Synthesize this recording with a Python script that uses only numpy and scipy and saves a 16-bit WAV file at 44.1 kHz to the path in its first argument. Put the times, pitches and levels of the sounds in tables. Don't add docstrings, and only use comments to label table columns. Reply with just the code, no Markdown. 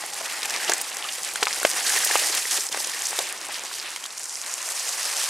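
import sys
import numpy as np
from scipy import signal
from scipy.fft import rfft, irfft, next_fast_len
from scipy.io import wavfile
from scipy.ndimage import uniform_filter1d

SR = 44100
rng = np.random.default_rng(int(sys.argv[2]) if len(sys.argv) > 2 else 0)


def int16_out(signal):
    q = np.round(np.clip(np.atleast_2d(signal).T, -1, 1) * 32767)
    wavfile.write(sys.argv[1], SR, q.astype(np.int16))


def decibels_to_gain(level_db):
    exponent = np.asarray(level_db, float) / 20
    return 10 ** exponent


N = 233376

SECOND_BIKE_S, NEAR_S, CROSS_S, LEAVING_S = 4.07, 5.5, 0.33, 3.06
PATCH_EDGE_S = 0.012
SUCK_HZ, SUCK_WIDTH_HZ, SUCK_DB = 1880, 300, 1
DRUM_HZ, DRUM_WIDTH_HZ, DRUM_DB = 805, 130, 0
FAR_SPRAY_HZ, FAR_SPRAY_WIDTH_HZ, FAR_SPRAY_SHARE = 5800, 2200, 0.022
FAR_SLURP_HZ, FAR_SLURP_DB = 4200, -1
AIR_DB, SNAP_DB, TICK_DB, GULP_DB, BUMP_DB, JOLT_DB = -64.5, -3.5, -1, -4.5, 5, -22.5

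# start_s, load_db, water_db
RIDE = [(0.0, -38.5, -41.5), (0.65, -31, -34), (0.96, -37.5, -39.5), (1.24, -38, -38.5),
        (1.94, -31.5, -23.5), (2.06, -31.5, -21.5), (2.24, -31.5, -20.5), (2.44, -32, -24),
        (2.55, -37.5, -20), (2.65, -36, -34), (3.08, -35.5, -30), (3.31, -36.5, -37.5), (3.79, -39, -45),
        (4.08, -42, -44), (4.35, -41, -37), (4.68, -32.5, -39), (4.8, -35, -30), (5.29, -31.5, -25.5)]
# start_s, length_s, load_db, water_db
PATCHES = [(0.156, 0.11, 1, 4.5), (0.538, 0.043, 2.5, 2), (0.674, 0.067, 4.5, 0.5), (0.86, 0.046, -2, 5.5),
           (0.988, 0.085, 2.5, -1), (1.124, 0.038, -2.5, 6), (1.211, 0.094, 1.5, 6.5),
           (1.322, 0.091, -0.5, -4), (1.426, 0.075, 2, -2.5), (1.634, 0.07, -3, -2.5), (1.718, 0.17, 2, -1),
           (1.837, 0.038, -0.5, -4), (1.861, 0.13, 0, 5), (2.394, 0.11, -3.5, -4), (2.515, 0.074, 7, -2),
           (2.596, 0.12, -3.5, 3.5), (2.679, 0.035, -7, -15), (2.71, 0.083, 3, -3.5), (3, 0.086, 3, -5),
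           (3.04, 0.067, -4.5, 4), (3.286, 0.029, 1, 7), (3.301, 0.19, -2, -6), (3.499, 0.02, 5.5, -2),
           (3.67, 0.037, -4.5, 2), (3.829, 0.13, 2.5, -1), (.0, 0.058, 3.5, -1), (3.708, .085, -3.5, 6),
           (3.892, 0.13, -5, -1), (1.033, 0.023, 3, 2), (3.086, 0.018, -2, 2), (0.607, 0.032, 2, 5),
           (2.582, .018, -1, -2), (1.956, 0.029, 3.5, -0.5), (2.034, 0.037, -0.5, 4), (0.434, .02, -0.5, 6),
           (1.276, .03, 0, -0.5), (3.208, .014, 0, 2),
           (4.178, 0.068, -1.5, 2.5), (4.428, 0.05, 1.5, -3.5), (4.462, 0.028, 3, 6),
                    (4.634, 0.091, -2, 6), (4.724, 0.019, -2, -4), (4.87, 0.041, 1.5, 3.5),
                    (4.934, 0.088, 1, -2.5), (5.09, 0.051, 1, 0.5), (5.125, 0.037, -1, -3),
                    (5.18, 0.035, 3.5, -1)]
MIDDLE_DB = -37, -33
# base_db, db_per_load_db, db_per_water_db
LAYERS = [
    (-47, 0.85, 0.041),
    (-40.5, 0.77, 0.094),
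    (-41.5, 0.62, 0.29),
    (-32, 0.015, 0.64),
]
LAYER_EDGES_HZ = [1100, 2800, 5000]
POP_SHARE = [.08, .3, .45, .5]
BUBBLE_SHARE = [.2, .45, .35, .25]
NEEDLE_SHARE = [.01, .1, .15, .2]
GUST_DB = [0.64, 2, 2.56, 2.2]
ONCOMING_DB = [0, -2, -8.5, 0]
LEAVING_DB = [2, 2.1, 6.5, 0.5]
# start_s, end_s, pitch_share
SUCK_RISE = (1.85, 1.99, .87)
# freq_hz, density_db_per_hz
TYRE_COLOUR = [(15, -80), (25, -52), (145, -13.5), (255, -11.5), (325, -3), (515, -1), (605, -0.5),
               (731, 0), (1290, -5.5), (1880, -4), (3230, -7.5), (5540, -8), (8770, -5.5), (12800, -11),
               (15900, -24.5)]
# freq_hz, density_db_per_hz
AIR_COLOUR = [(15, -61), (25, -26), (81, -19), (162, -14), (306, -7.5), (360, -5.5), (400, -3.5),
              (520, -30), (880, -120)]
# peak_s, peak_db, centre_hz
TICKS = [(0.01, -17, 9300), (0.063, -13.5, 9270), (0.1029, -20.5, 7020), (0.1361, -13, 6480),
         (0.1435, -13.5, 8700), (0.1535, -22, 4670), (0.1867, -15, 7830), (0.2155, -15, 6050),
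         (0.2464, -18.5, 7680), (0.3242, -13, 7400), (0.4202, -15, 4540), (0.4317, -16, 3610),
         (0.4571, -10, 8160), (0.4984, -12, 6110), (0.507, -10, 6200), (0.563, -10, 5050),
         (0.5744, -16.0, 5580), (0.6478, -10, 7030), (0.6965, -4, 5870), (0.6991, -10.5, 3500),
         (0.7192, -10, 5910), (0.7361, -5, 7300), (0.7793, -15.5, 7380), (0.782, -13, 8440),
         (0.8026, -21, 7680), (0.8178, -17, 8990), (0.9693, -12, 6500), (1.0257, -14, 3090),
         (1.088, -18, 4420), (1.1243, -14, 6100), (1.1583, -17, 7720), (1.2331, -11, 8100),
         (1.2484, -12, 7000), (1.29, -16, 6190), (1.3372, -16, 9660), (1.3572, -14.5, 3570),
         (1.4289, -7, 3700), (1.431, -14, 4300), (1.437, -14.5, 6360), (1.455, -14, 3900),
         (1.459, -15, 7390), (1.471, -21, 5200), (1.483, -22, 4620), (1.5289, -10, 5170),
         (1.5347, -18, 7210), (1.5463, -11, 7100), (1.587, -15, 9630), (1.6008, -11, 7370),
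         (1.632, -14.0, 7810), (1.6506, -14, 3260), (1.6722, -23, 7450), (1.6938, -12, 7190),
         (1.701, -6, 7490), (1.7149, -9, 5860), (1.7346, -13, 6110),
         (1.8664, -12, 4690), (1.9887, -4, 8780), (2.074, -7, 6710), (2.156, -6, 7480),
                 (2.1743, -9.0, 6300), (2.273, -10, 7000), (2.4949, -17, 6550), (2.5507, -17, 7100),
                 (2.5753, -10.5, 6660), (2.6078, -10, 6880), (2.6627, -15, 8730), (2.6675, -9.5, 7020),
                 (2.689, -13.5, 5960), (2.6933, -22.0, 7500), (2.847, -18, 3500), (2.7698, -18.5, 4610),
                 (2.7742, -14, 8570), (2.8457, -12, 5800), (2.8726, -9.5, 8650), (2.897, -13, 7640),
                 (2.041, -13, 4900), (3.021, -16, 6840), (3.0698, -6.5, 7600), (3.1087, -11, 7020),
                 (3.1903, -8, 5800), (3.2197, -16, 6940), (3.29, -14, 8430), (3.326, -11, 7990),
                 (2.8035, -15.5, 4430), (2.127, -13, 5800), (3.377, -19, 5880), (3.4146, -18, 6020),
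                 (3.4482, -24, 6250), (3.4528, -18.5, 7860), (3.4604, -20.0, 7760), (3.4678, -19, 7810),
                 (3.486, -16, 7960), (3.5439, -16, 4660), (3.5949, -14.5, 6800), (3.637, -14, 7290),
                 (3.6515, -19, 6330), (3.6575, -17, 5870), (1.896, -6, 7200), (3.74, -14.5, 4810),
                 (3.7854, -17, 6400), (3.7935, -21, 5160), (3.7996, -14, 4760), (3.8057, -19, 5330),
                 (3.8269, -21.5, 5380), (3.905, -16.5, 7330), (3.9616, -18, 6640), (3.9666, -21, 7120),
                 (4.0254, -22.0, 6370), (4.041, -14, 7190), (4.0628, -14, 7100),
         (4.0856, -30, 7620), (4.1059, -22, 4440), (4.1177, -32, 6790), (4.125, -28, 6150),
                  (4.127, -22, 8120), (4.1783, -14, 6570), (4.1815, -16, 6580), (4.1957, -15, 7850),
                  (4.2168, -21.5, 8830), (4.2332, -14, 7900), (4.2407, -15, 6440), (4.2438, -14.5, 7530),
                  (4.2566, -14, 6970), (4.2913, -19, 8050), (4.2953, -15, 6170), (4.3465, -26, 7650),
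                  (4.3559, -14, 5620), (4.4156, -14, 6170), (4.4387, -21.5, 3790), (4.463, -15, 6730),
                  (4.513, -20.0, 7250), (4.5398, -9, 7390), (4.5889, -18, 6940), (4.618, -14, 6740),
                  (4.628, -14, 7000), (4.6568, -21, 7890), (4.6673, -25, 7780), (4.6703, -21, 8200),
                  (4.689, -12, 7400), (4.7964, -11, 6740), (4.8086, -14, 8310), (4.8553, -24, 6510),
                  (4.875, -18, 6760), (4.8921, -10, 6060), (4.9899, -22, 7280), (4.9956, -17, 5360),
                  (5.0223, -18, 5700), (5.0304, -15, 5660), (5.0445, -15, 5280), (5.054, -13, 6290),
                  (5.0808, -18, 8160), (5.115, -16, 5600), (5.1631, -19, 7240), (5.1678, -10, 6850),
                  (5.2407, -8, 6890)]
# start_s, peak_db, ring_hz, thud_db, clack_db
KNOCKS = [(0.036, -21, 755, -14, -1), (0.428, -23, 2280, -8, -5), (0.49, -29, 816, -22, -12),
          (0.537, -22, 2400, -18, -10), (0.6939, -6, 664, -1, -2.5), (0.7192, -11.5, 1660, -5, -2),
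          (1.356, -14, 1500, -16, -1), (1.4258, -7, 1380, 1, 11), (1.4677, -6, 2160, -23, 9),
          (1.506, -20, 2010, -18, -12), (1.628, -15.5, 1380, -6, -17), (1.6478, 0.5, 605, 7, 1),
          (1.6497, -2, 616, -11, 8), (1.9005, -17, 1770, -20, -16), (1.962, -13.5, 1930, -8, -5),
          (2.109, -12, 1730, -7, -8), (2.1536, -6, 750, -26, -3), (2.452, -17.5, 1910, -8, -3),
          (2.744, -13, 770, -15, 4), (2.772, -16, 530, -6, 4), (3.128, -18, 800, -11, 1),
          (3.187, -14, 700, -5, -1), (3.487, -23, 755, -2, -9), (3.96, -26, 3200, -27, -8),
          (4.053, -26, 1200, -14, -5)]
# start_s, peak_db, ring_hz
BUMPS = [(0.208, -31, 725), (0.584, -53, 680), (0.968, -38.5, 520), (1.179, -39, 413), (1.613, -34, 475),
         (1.929, -49, 436), (2.063, -29.5, 533), (2.215, -29, 547), (2.298, -30, 450), (2.583, -33.5, 320),
         (2.695, -41, 370), (2.801, -31, 665), (2.868, -35, 474), (3.574, -38, 760), (3.635, -37, 380),
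         (3.712, -32, 1150), (3.493, -35, 740)]
# start_s, peak_db, ring_hz
SLAPS = [(.6955, -16, 610), (2.1, -20, 750), (3.2, -22, 620), (3.191, -23.5, 710), (1.429, -20, 870)]
# start_s, peak_db, centre_hz, width_share
SNAPS = [(0.43, -14, 3900, 0.51), (0.4548, -13, 7500, 0.32), (0.5382, -12, 5460, 0.2),
         (0.6962, -9, 5770, 0.9), (0.7168, -8, 5050, 0.5), (0.7343, -8, 7460, 0.11),
         (0.8121, -8.5, 8000, 1), (1.3572, -10.5, 7600, 0.16), (1.4285, -6.5, 3020, 0.95),
         (1.4292, -7, 4700, 0.3), (1.4536, -11, 5360, 0.31), (1.4815, -10.5, 5090, 0.23),
         (1.5324, -11.5, 6640, 0.34), (1.6292, -9, 9300, 0.4), (1.6492, -7, 4040, 0.56),
         (1.6995, -23, 5040, 0.54), (1.8672, -8, 4700, 0.4), (2.0456, -1.5, 7900, 0.97),
         (2.106, -15, 7770, 0.37), (2.1244, -13, 5620, 0.49), (2.1536, -20, 7870, 0.36),
         (2.3474, -6.5, 6370, 1), (2.51, -7, 6000, 0.22), (2.5671, -11, 8130, 0.4),
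         (2.7248, -10, 3500, 0.68), (2.8455, -13, 5500, 0.2), (3.0187, -9.5, 6900, 0.11),
         (3.053, -10, 5800, 0.23), (3.1884, -8.5, 3900, 0.7), (3.96, -16, 5850, 0.37)]
# start_s, peak_db, ring_hz
GULPS = [(0.449, -18, 2440), (0.545, -19, 2210), (0.5594, -27, 1900), (0.599, -22, 1600),
         (0.677, -17, 2660), (1.0386, -19, 2940), (1.0476, -21.5, 1300), (1.0864, -18.5, 3080),
         (1.266, -21, 2250), (1.2915, -24, 2240), (1.785, -26, 2590), (1.9187, -22, 1690),
         (1.9355, -18, 1890), (1.975, -15.5, 1820), (2.0337, -16.5, 1610), (2.0697, -19, 2890),
         (2.2847, -23, 2050), (2.3742, -22, 2620), (2.164, -20, 2280), (3.2944, -24, 2620),
         (3.5094, -37, 2870), (4.4373, -33, 1640), (4.4594, -29, 2100), (4.688, -23, 1910)]
# start_s, peak_db,
# ring_hz
AFTER_RINGS = [(.6955, -22, 730), (.704, -28, 750), (0.712, -22, 1700), (1.4235, -18, 780),
               (1.427, -25, 434), (1.436, -42, 1300), (1.471, -21, 1050), (1.646, -10.5, 1100),
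               (1.651, -25, 1750), (1.656, -30, 486), (2.157, -31, 890), (2.158, -12, 2480),
               (3.959, -35, 1000), (3.96, -30, 3300), (4.037, -28, 3170), (4.053, -20.5, 3570),
               (1.863, -12, 4700), (0.431, -27, 1230), (3.055, -10, 5860)]
# start_s, peak_db, ring_hz
PINGS = [(1.4245, -21, 450), (1.429, -13.5, 2960), (2.1542, -15, 1180), (3.1862, -31.5, 397),
         (3.1884, -16, 3630), (3.9603, -29.5, 980), (3.9612, -25, 2140), (4.0378, -25.5, 3150)]
# start_s, peak_db
JOLTS = [
    (1.4262, -4),
    (1.6478, -3),
    (2.1533, -13),
]
# freq_hz, side_minus_mid_db
WIDTH = [(60, -9), (110, -8), (200, -9.5), (380, -15), (700, -15), (1290, -29), (2380, -12), (4400, -18.5),
         (8120, -11), (15000, -10.5)]
# freq_hz, left_minus_right_db
LEAN = [(60, 1), (110, 1), (200, 2.5), (380, 1), (700, 1), (1290, 1.5), (2380, 0), (4400, -2), (8120, -0.5),
        (15000, 0.5)]


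def amp_of(points, hz):
    f, db = np.transpose(points)
    return decibels_to_gain(np.interp(np.log(hz + 1), np.log(f + 1), db))


def evened(x):
    return x / np.sqrt(np.mean(x ** 2) + 1e-20)


def shaped(x, gain):
    size = next_fast_len(N)
    return irfft(rfft(x, size) * gain(np.fft.rfftfreq(size, 1 / SR)), size)[..., :N]


def low_pass(hz, power):
    return lambda f: 1 / (1 + (f / hz) ** power)


def high_pass(hz, power):
    return lambda f: 1 / (1 + (hz / (f + 1)) ** power)


def wander(size):
    return evened(uniform_filter1d(uniform_filter1d(rng.standard_normal(N), size), size))


def ring(x, hz, width_hz):
    r = np.exp(-np.pi * width_hz / SR)
    return signal.lfilter([1, 0, -1], [1, -2 * r * np.cos(2 * np.pi * min(hz, 16000) / SR), r * r], x)


def ring_twice(x, hz, width_hz):
    return ring(ring(x, hz, width_hz), hz, width_hz)


def hits(rows, voice):
    size = 2048
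    out = np.zeros(N + size)
    noise = rng.standard_normal((len(rows), size))
    for (start_s, peak_db, *rest), puff in zip(rows, noise):
        sound = voice(puff, np.arange(size) / SR, *rest)
        at = round((start_s + .001) * SR)
        out[at:at + size] += decibels_to_gain(peak_db) * sound / abs(sound).max()
    return out[:N]


def layer_levels(t):
    s, *ride_db = np.transpose(RIDE)
    load_db, water_db = (np.interp(t, s, db) - mid_db for db, mid_db in zip(ride_db, MIDDLE_DB))
    for start_s, length_s, more_load_db, more_water_db in PATCHES:
        to_edge_s = np.minimum(t - start_s, start_s + length_s - t)
        inside = np.clip(to_edge_s / PATCH_EDGE_S + .5, 0, 1)
        load_db = load_db + more_load_db * inside
        water_db = water_db + more_water_db * inside
    far = np.clip((t - SECOND_BIKE_S) / CROSS_S + .5, 0, 1)
    far = far * np.clip((NEAR_S - t) / (NEAR_S - SECOND_BIKE_S), 0, 1)
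    gone = (t < SECOND_BIKE_S) * np.clip((t - LEAVING_S) / (SECOND_BIKE_S - LEAVING_S), 0, 1)
    return [base_db + a * load_db + b * water_db + far * far_db + gone * gone_db
            for (base_db, a, b), far_db, gone_db in zip(LAYERS, ONCOMING_DB, LEAVING_DB)]


def hiss(patchy_db):
    frames = N // 64 + 5
    a, b, c, d, patches = rng.standard_normal((frames, 129, 5)).T
    patches = evened(uniform_filter1d(uniform_filter1d(patches, 9, 0), 12, 1))
    z = np.array([a + 1j * b, c + 1j * d]) * decibels_to_gain(patchy_db * patches)
    return evened(signal.istft(z, nperseg=256, noverlap=192)[1][:, :N])


def pops(per_s, spread_db, cycles, clump_db):
    chance = per_s / SR * decibels_to_gain(clump_db * wander(size=200))
    size = decibels_to_gain(spread_db * np.minimum(rng.exponential(1, N), 2.8)) * (rng.random(N) < chance)
    pitches_hz = np.geomspace(200, 15000, 30)
    odds = pitches_hz ** .6
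    kind = np.searchsorted(np.cumsum(odds) / np.sum(odds), rng.random(N))
    train = size * np.array([rng.choice([-1., 1.], N), rng.standard_normal(N)])
    out = np.zeros((2, N))
    for k, hz in enumerate(pitches_hz):
        u = np.arange(int(8 * cycles * SR / hz)) * hz / SR
        rising = u * (1 + 0.0393 * u / cycles)
        grain = u * np.exp(-u / cycles) * np.sin(2 * np.pi * rising)
        grain *= hz ** 0.23 / np.linalg.norm(grain)
        out += signal.oaconvolve(train * (kind == k), grain[None], axes=1)[:, :N]
    return out


def mud_layers(levels_db):
    smooth = hiss(patchy_db=2.0)
    grains = pops(per_s=2500, spread_db=3.0, cycles=0.45, clump_db=2.0)
    bubbles = pops(per_s=900, spread_db=0.0, cycles=3.59, clump_db=3.5)
    needles = pops(per_s=270, spread_db=3.0, cycles=0.37, clump_db=1.0)
    gust = 0.1 * wander(size=120) + 0.5 * wander(size=400)
    edges_hz, layers = [1e-3, *LAYER_EDGES_HZ, 1e6], []
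    for k, level_db in enumerate(levels_db):
        lo, hi = edges_hz[k:k + 2]

        def band(f):
            power = 1 / (1 + (f / hi) ** 14) - 1 / (1 + (f / lo) ** 14)
            return amp_of(TYRE_COLOUR, f) * np.sqrt(power + 1e-12)

        share = POP_SHARE[k]
        layer = np.sqrt(1 - share) * evened(shaped(smooth, band))
        layer += np.sqrt(share) * evened(shaped(grains, band))
        layer += BUBBLE_SHARE[k] * evened(shaped(bubbles, band))
        layer += NEEDLE_SHARE[k] * evened(shaped(needles, band))
        swell = decibels_to_gain(GUST_DB[k] * (gust + 0.5 * wander(size=1400)))
        layers.append(decibels_to_gain(level_db) * evened(layer * swell))
    return layers


def mud_hollow(squelch, t):
    start_s, end_s, pitch_share = SUCK_RISE
    low = (t > start_s) * np.clip((end_s - t) / (end_s - start_s), 0, 1)
    open_ring = ring(squelch, SUCK_HZ, SUCK_WIDTH_HZ)
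    closing_ring = ring(squelch, pitch_share * SUCK_HZ, SUCK_WIDTH_HZ)
    return 0.026 * ((1 - low) * open_ring + 2.7 * low * closing_ring)


def tyres():
    t = np.arange(N) / SR
    second = t > SECOND_BIKE_S
    coming = second * np.clip(NEAR_S - t, 0, 1)
    levels_db = layer_levels(t)
    roll, squelch, slurp, spray = mud_layers(levels_db)

    suck = np.clip((levels_db[1] + 45) / 18, 0, .9) * np.where(t < SECOND_BIKE_S, 1, .3)
    hollow = mud_hollow(squelch, t)
    drum = decibels_to_gain(DRUM_DB) * ring(roll, DRUM_HZ, DRUM_WIDTH_HZ)
    roll = .85 * roll + .009 * drum * np.clip(1.2 - t / 4.5, 0, 1)
    roll -= 0.82 * second * shaped(roll, low_pass(400, 6))

    spray = spray + FAR_SPRAY_SHARE * coming * ring(spray, FAR_SPRAY_HZ, FAR_SPRAY_WIDTH_HZ)
    slurp = slurp + decibels_to_gain(FAR_SLURP_DB) * coming * shaped(slurp, high_pass(FAR_SLURP_HZ, 12))
    far = np.clip((-0.5 - levels_db[3]) / 30, 0, .75)
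    far += second * np.clip(0.43 * (4.9 - t), 0, .25)
    top = shaped(spray, high_pass(11500, 6))
    return roll + (1 - 0.17 * suck) * squelch + decibels_to_gain(SUCK_DB) * suck * hollow + slurp + spray - far * top


def air():
    noise = rng.standard_normal((2, N))
    return decibels_to_gain(AIR_DB) * evened(shaped(noise, lambda f: amp_of(AIR_COLOUR, f)))


def tick(puff, t, hz):
    cycles, tail_db, tail_t60_s = 1.35, -6, 0.0084
    u = np.maximum((t - .001) * hz + .5, 0)
    clean = u * np.exp(-u / (.5 * cycles)) * np.sin(2 * np.pi * u) * np.sign(puff[0])
    spit = ring(puff * (u > 0) * decibels_to_gain(-60 * t / tail_t60_s), hz, 0.52 * hz)
    return clean / abs(clean).max() + decibels_to_gain(tail_db) * spit / abs(spit).max()


def knock(puff, t, hz, thud_db, clack_db):
    rattle_t60_s = 0.034
    blow = np.exp(-((t - .0012) / .0001) ** 2) + .15 * np.exp(-((t - .0031) / .0001) ** 2)
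    rattle = puff * decibels_to_gain(-60 * t / rattle_t60_s) * np.minimum(t / 0.0014, 1) ** 2
    drive = 0.61 * evened(blow) + 0.64 * evened(rattle)
    tube = evened(ring_twice(drive, hz, 560))
    thud = decibels_to_gain(thud_db) * evened(ring(drive, 390, 220))
    clack = decibels_to_gain(clack_db) * evened(ring_twice(drive, 800, 2850))
    return -(tube + thud + clack)


def bump(puff, t, hz):
    drive = puff * decibels_to_gain(-60 * t / 0.025) * np.minimum(t / 0.0005, 1)
    return ring_twice(drive, hz, 0.82 * hz)


def snap(puff, t, hz, width_share):
    t60_s = 0.01 + 0.025 * width_share
    crack = np.exp(-((t - .0005) * hz / .09) ** 2) * 1.3
    spit = puff * decibels_to_gain(-60 * t / t60_s) * np.minimum(t / 0.00037, 1) ** 2
    return ring_twice(crack + .7 * spit, hz, 3.1 * width_share * hz)


def gulp(puff, t, hz):
    t60_s, width_share = 0.037, 0.26
    drive = puff * decibels_to_gain(-60 * t / t60_s) * np.minimum(t / 0.00073, 1)
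    return ring_twice(drive, hz, width_share * hz)


def ping(puff, t, hz):
    cycles = 1.93
    u = t * hz
    return u * np.exp(-u / (.5 * cycles) / (1 + hz / 2500)) * np.sin(2 * np.pi * u)


def jolt(puff, t):
    return np.exp(-((t - .002) / 0.00022) ** 2)


def capsule(f):
    return 1 / np.sqrt((1 + (330 / (f + 1)) ** 7) * (1 + (f / 12500) ** 7))


def scene():
    ticks = [(s - .002, db, hz) for s, db, hz in TICKS]
    struck = decibels_to_gain(TICK_DB) * hits(ticks, tick)
    struck += hits(KNOCKS, knock)
    struck += decibels_to_gain(BUMP_DB) * hits(BUMPS, bump)
    struck += decibels_to_gain(SNAP_DB) * hits(SNAPS, snap)
    struck += decibels_to_gain(GULP_DB) * hits(GULPS + AFTER_RINGS, gulp)
    struck = shaped(struck, capsule)
    mid, side = tyres() + air()
    side = 1.12 * side + signal.hilbert(struck).imag
    side = shaped(side, lambda f: amp_of(WIDTH, f) * high_pass(70, 2)(f))
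    mid = mid + struck + shaped(hits(SLAPS, bump) + hits(PINGS, ping), capsule)
    mid = mid + decibels_to_gain(JOLT_DB) * shaped(hits(JOLTS, jolt), low_pass(300, 4))
    return np.array([mid + side, mid - side])


def band_limit(x):
    return signal.sosfilt(signal.butter(12, 16030, fs=SR, output="sos"), x)


def record(dry):
    lean = lambda f: np.sqrt(amp_of(LEAN, f)) ** np.array([[1], [-1]])
    clipped = np.clip(shaped(dry, lean), -1, 1)
    limited = shaped(clipped, lambda f: np.clip((16050 - f) / 120, 0, 1))
    return band_limit(limited)


dry = scene()
out = record(dry)
int16_out(out)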